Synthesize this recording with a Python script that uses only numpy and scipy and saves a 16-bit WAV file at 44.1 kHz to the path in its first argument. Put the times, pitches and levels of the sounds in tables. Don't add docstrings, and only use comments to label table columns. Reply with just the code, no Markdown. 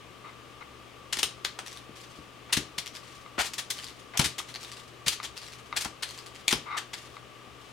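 import sys
import numpy as np
from scipy import signal
from scipy.fft import rfft, irfft, next_fast_len
from scipy.io import wavfile
from scipy.ndimage import uniform_filter1d, map_coordinates

SR = 44100
rng = np.random.default_rng(int(sys.argv[2]) if len(sys.argv) > 2 else 0)


def generate_wav(signal):
    frames = np.transpose(np.atleast_2d(signal))
    scaled = np.clip(frames, -1, 1) * 32767
    pcm = np.round(scaled).astype(np.int16)
    wavfile.write(sys.argv[1], SR, pcm)


N = 340839

# frequency in Hz, relative level in dB.
AIR_TONE = [(25, -16.5), (45, -23), (70, -1), (95, -19), (170, -10.5), (250, -9), (400, -6.5), (700, -13),
            (1000, -15.5), (1600, -17), (3000, -14.5), (4200, -22.5), (9000, -31), (16000, -42.5)]
# pitch in Hz, width in Hz, relative level in dB.
DRONE_MODES = [(119.3, 31, -12), (1164, 61, -5.5)]
# start in seconds, level in dB, length in seconds.
CASE_RUBS = [(.235, -48, .075), (.604, -46, 0.027), (6.655, -42, 0.044), (6.69, -37.5, 0.1)]
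# start in seconds, relative level in dB.
CASE_TICKS = [(3.262, -33.5), (4.401, -23.5), (5.201, -22.5), (5.727, -18.5), (7.168, -29)]
# pitch in Hz, width in Hz, relative level in dB.
CASE_MODES = [(974, 47, -6), (1187, 106, 6.5), (2060, 150, -1.5), (3730, 130, -5.5)]
# frequency in Hz, seconds it takes to fade by 60 dB.
ROOM_DECAY = [(150, 0.23), (1000, 0.25), (3000, 0.28), (7000, 0.26), (15000, 0.12)]
# start in seconds, level in dB, length in seconds, brightness in dB per octave.
BALL_CONTACTS = [(1.125, -26.5, 0.011, 0), (1.169, -31, 0.0043, 1.5), (1.185, -30, 0.014, 1),
                 (1.2296, -19.5, 0.0058, 1), (1.447, -24, 0.005, 0.5), (1.589, -34, 0.0042, 1),
                 (2.524, -22, 0.016, 1.8), (2.567, -26.5, .011, .3), (2.78, -29, 0.01, .5),
                 (3.384, -31, 0.042, -.2), (3.437, -39.5, 0.05, 1.5), (3.533, -37.5, 0.013, 2.5),
                 (3.578, -33.5, 0.025, 1.2), (3.701, -29.5, 0.014, 3), (4.173, -23.5, 0.0052, 2.5),
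                 (4.192, -22, 0.0085, 2.5), (4.21, -29, .014, -2), (4.238, -28, 0.028, 1.5),
                 (4.38, -34, 0.018, 0.5), (5.06, -32, .021, 0), (5.08, -19.5, 0.0068, 2.8),
                 (5.116, -36.5, 0.027, 1), (5.224, -39, 0.04, -0.1), (5.762, -28, 0.019, 0.7),
                 (5.803, -35, 0.027, 2), (5.845, -33.5, 0.0081, 2), (6.023, -31.5, 0.017, -0.5),
                 (6.48, -16.5, 0.0039, 0.9), (6.506, -28, .015, .4), (6.525, -20, 0.0054, 0),
                 (6.767, -33.5, 0.025, -1.2), (6.931, -36, 0.014, -1)]
# frequency in Hz, relative level in dB.
FOIL_TONE = [(100, -30), (300, -10.5), (570, -19), (850, -6), (1300, -8.5), (1900, -1.5), (2500, -3.5),
             (3400, -0.5), (4800, -3.5), (6800, -7), (9500, -11), (12600, -19.5), (16000, -29)]
# start in seconds, swing in dB, pitch in Hz.
PANEL_THUMPS = [(1.172, -34, 330), (1.232, -30.5, 330), (1.893, -35.5, 262), (2.188, -35.5, 255),
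                (2.573, -19, 225), (2.782, -38, 200), (3.382, -27, 274), (4.194, -16, 151),
                (4.209, -37, 220), (4.259, -34, 130), (5.068, -30.5, 162), (5.858, -32.5, 217),
                (6.529, -19, 280)]
# start in seconds, level in dB, length in seconds.
FABRIC_SCUFFS = [(1.449, -38, .004), (1.589, -35, 0.005), (2.494, -48, 0.017), (3.379, -30.5, 0.035),
                 (4.135, -43.5, 0.038), (4.194, -26, 0.0067), (5.068, -46, 0.0087), (5.758, -40.5, 0.011),
                 (5.848, -37, 0.013), (6.527, -30.5, .007)]
# pitch in Hz, width in Hz, relative level in dB.
FABRIC_MODES = [(850, 360, 5.5), (1385, 380, -2), (2040, 320, -2)]
# start in seconds, level in dB, length in seconds.
FAINT_RUSTLES = [(1.65, -52, 0.22), (1.956, -51.5, 0.31), (2.938, -49.5, 0.36), (3.72, -52.5, 0.43),
                 (4.47, -49.5, .55), (5.36, -51, .43), (6.066, -52.5, 0.66), (6.96, -51, 0.25),
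                 (7.613, -57, .76)]
# start in seconds, first level in dB, seconds between tumbles, number of tumbles.
BALL_TUMBLES = [(1.664, -42, .047, 3), (2.859, -38.5, 0.093, 2), (3.781, -39.5, .044, 3),
                (4.541, -38, .087, 3), (5.363, -41, .052, 4), (6.09, -41.5, 0.085, 4)]
# frequency in Hz, how much louder the left one is in dB.
LEFT_LEAN = [(100, 6.4), (1000, 5.3), (4000, 4.9), (9000, 2.5)]


def amp(db):
    return 10 ** (np.asarray(db) / 20)


def unit(x):
    return x / np.sqrt(np.mean(x ** 2) + 1e-20)


def along(points, hz):
    f, v = np.transpose(points)
    return np.interp(np.log(hz + 1), np.log(f + 1), v)


def add(track, s, x):
    i = max(round(s * SR), 0)
    track[..., i:i + x.shape[-1]] += x[..., :N - i]


def filtered(x, response):
    size = next_fast_len(N + SR // 2)
    return irfft(rfft(x, size) * response(np.fft.rfftfreq(size, 1 / SR)), size)[..., :N]


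def resonances(modes, f):
    return sum(amp(db) * 1j * f * width / (pitch ** 2 - f * f + 1j * f * width)
               for pitch, width, db in modes)


def causal(db, size):
    cepstrum = irfft(np.log(amp(db)), size)
    cepstrum[1:size // 2] *= 2
    cepstrum[size // 2 + 1:] = 0
    return np.exp(rfft(cepstrum))


def stereo_noise(apart=1.0):
    return rng.standard_normal(N) + apart * rng.standard_normal((2, N))


def snaps(count, rate, spread_db):
    chance, sign, strength = rng.random(count), rng.choice([-1, 1], count), rng.standard_normal(count)
    fires = chance <= max(rate / SR, chance.min())
    return fires * sign * amp(spread_db * np.clip(strength, -2, 2))


def stereo_snaps(count, rate, spread_db, apart=1.0):
    shared, left, right = (snaps(count, rate, spread_db) for _ in range(3))
    return shared + apart * np.array([left, right])


def body(modes, top_hz, size=4096):
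    hz = np.fft.rfftfreq(size, 1 / SR)
    return resonances(modes, hz) * (1j * hz / (600 + 1j * hz) / (1 + 1j * hz / top_hz)) ** 2


def friction(strokes, modes, top_hz, swell, size=16384):
    out, response = np.zeros((2, N)), body(modes, top_hz, size)
    for s, db, length in strokes:
        count = int(np.clip(length * SR, 64, size // 2))
        slips = stereo_snaps(count, rate=2200, spread_db=-2) * signal.windows.tukey(count, swell)
        ring = irfft(rfft(slips, size) * response)
        add(out, s, amp(db) * ring * np.sqrt(count / (np.sum(ring.mean(0) ** 2) + 1e-20)))
    return out


def background(hum_hz=121.3):
    air = unit(filtered(stereo_noise(), lambda hz: amp(along(AIR_TONE, hz))))
    drone = unit(filtered(stereo_noise(apart=0.98), lambda hz: resonances(DRONE_MODES, hz)))
    hum = unit(np.sin(2 * np.pi * hum_hz * np.arange(N) / SR))
    return amp(-51) * air + amp(-55.5) * drone + amp(-60.5) * hum


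def grip():
    out = friction(CASE_RUBS, CASE_MODES, top_hz=3020, swell=0.39)
    tick = irfft(body(CASE_MODES, top_hz=6000))
    for s, db in CASE_TICKS:
        add(out, s, amp(db - 2) * tick / np.abs(tick).max())
    return filtered(out, lambda hz: 1 / (1 + (hz / 6000) ** 4))


def linger(power, fade_s, step_s):
    keep = 10 ** (-6 * step_s / fade_s)
    return signal.lfilter([0, 1 - keep], [1, -keep], power)


def room_echo(x, near_db, tail_db):
    frames = dict(fs=SR, nperseg=256, noverlap=192)
    hz, t, spectrum = signal.stft(x.mean(0), **frames)
    power = np.roll(np.abs(spectrum) ** 2, 2, axis=1)
    power = np.abs(uniform_filter1d(power, size=3, axis=0))
    near = linger(power, fade_s=0.065, step_s=t[1])
    tail = np.array([linger(band, fade_s, t[1]) for band, fade_s in zip(near, along(ROOM_DECAY, hz))])
    noise = signal.stft(stereo_noise(), **frames)[2]
    level = np.sqrt((amp(near_db) ** 2 * near + amp(tail_db) ** 2 * tail) / np.mean(np.abs(noise) ** 2))
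    return signal.istft(noise * level, **frames)[1][:, :N]


def crunch(out, s, db, length, tilt_db, ring_hz=None, brush_s=0.003, size=4096):
    lead, count = round(brush_s * SR), int(np.clip(length * SR, 32, size // 2))
    press = np.concatenate([np.zeros(lead), signal.windows.tukey(count, 0.5)])
    brush = amp(-19) * signal.windows.tukey(lead + count, 0.5)
    burst = stereo_snaps(lead + count, rate=8000, spread_db=5.5, apart=0.41) * np.maximum(press, brush)
    hz = np.fft.rfftfreq(size, 1 / SR)
    octaves = np.log2(np.clip(hz, 900, 10000) / 3100)
    shell_db = 4 * np.clip((db + 25) / 10, 0, 1) * np.exp(-(octaves / 0.28) ** 2)
    facet_db = 8.5 * np.exp(-(np.log2((hz + 1) / ring_hz) / 0.094) ** 2) if ring_hz else 0
    tone_db = along(FOIL_TONE, hz) + tilt_db * octaves + shell_db + facet_db
    crackle = irfft(rfft(burst, size) * causal(tone_db, size))
    add(out, s - brush_s, amp(db) * crackle * np.sqrt(count / np.sum(crackle.mean(0) ** 2)))


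def ball_hits():
    out = np.zeros((2, N))
    for s, db, length, tilt_db in BALL_CONTACTS:
        crunch(out, s, db, length, tilt_db)
    return out


def box_thumps(hard_blow_db=-18, ceiling_delay_s=0.0134):
    def shaking(modes):
        noise = rng.standard_normal(N)
        return unit(filtered(noise, lambda hz: resonances(modes, hz) / (1 + (hz / 600) ** 2)))
    out, t = np.zeros(N), np.arange(SR // 3) / SR
    panel, floor = shaking([(141, 48, 0), (298, 180, 0)]), shaking([(62, 25, 0)])
    attack = 1 - np.exp(-t / 0.00071)
    for s, db, hz in PANEL_THUMPS:
        now, cycles = slice(round(s * SR), round(s * SR) + len(t)), hz * t
        swing = -np.sin(2 * np.pi * cycles) * (2 * cycles * np.exp(1 - 2 * cycles)) ** 2
        flutter = amp(db - 19.5) * panel[now] * amp(-60 * t / 0.34)
        boom_db = -35.5 + 1.1 * (db - hard_blow_db)
        boom = amp(boom_db) * floor[now] * amp(-60 * t / 0.16)
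        add(out, s, amp(db) * swing + (flutter + boom) * attack)
    return filtered(out, lambda hz: 1 + amp(-10.5) * np.exp(-2j * np.pi * hz * ceiling_delay_s))


def fabric_scuffs():
    return friction(FABRIC_SCUFFS, FABRIC_MODES, top_hz=4600, swell=0.12)


def faint_rustles(clumps_per_s=70):
    level = np.zeros(N)
    for s, db, length in FAINT_RUSTLES:
        add(level, s, amp(db) * np.linspace(1, 0, round(length * SR)) ** 0.89)
    wander = map_coordinates(rng.standard_normal(N // 100), [np.arange(N) * clumps_per_s / SR])
    clumps = amp(5.9 * np.clip(wander, -2, 2))
    crinkles = stereo_snaps(N, rate=2300, spread_db=5.5)
    return level * unit(filtered(clumps * crinkles, lambda hz: amp(along(FOIL_TONE, hz))))


def ball_tumbles(loss_db=1.55, facet_gap_s=0.008):
    out = np.zeros((2, N))
    for s, db, step, tumbles in BALL_TUMBLES:
        for k in range(round(tumbles)):
            scatter = np.clip(rng.standard_normal((3, 4)), -2, 2)
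            for facet, (late, loud, bright, high) in enumerate(scatter):
                start = s + k * step + (facet + 0.22 * late) * facet_gap_s
                click_db = db - k * loss_db + 2.5 * loud
                ring_hz = 4750 * 2 ** (0.46 * high)
                crunch(out, start, click_db, length=0.0032, tilt_db=1.2 * bright, ring_hz=ring_hz)
    return out


def scene():
    play = ball_hits() + ball_tumbles() + faint_rustles() + fabric_scuffs()
    hand = grip()
    echo = room_echo(play + amp(-5) * hand, near_db=-3.5, tail_db=-6)
    return play + hand + echo + box_thumps() + background()


def record(dry):
    def balance(hz):
        ratio = amp(along(LEFT_LEAN, hz))
        return np.array([2 * ratio / (1 + ratio), 2 / (1 + ratio)])
    return filtered(filtered(dry, balance), lambda hz: hz < 16100)


dry = scene()
out = record(dry)
generate_wav(out)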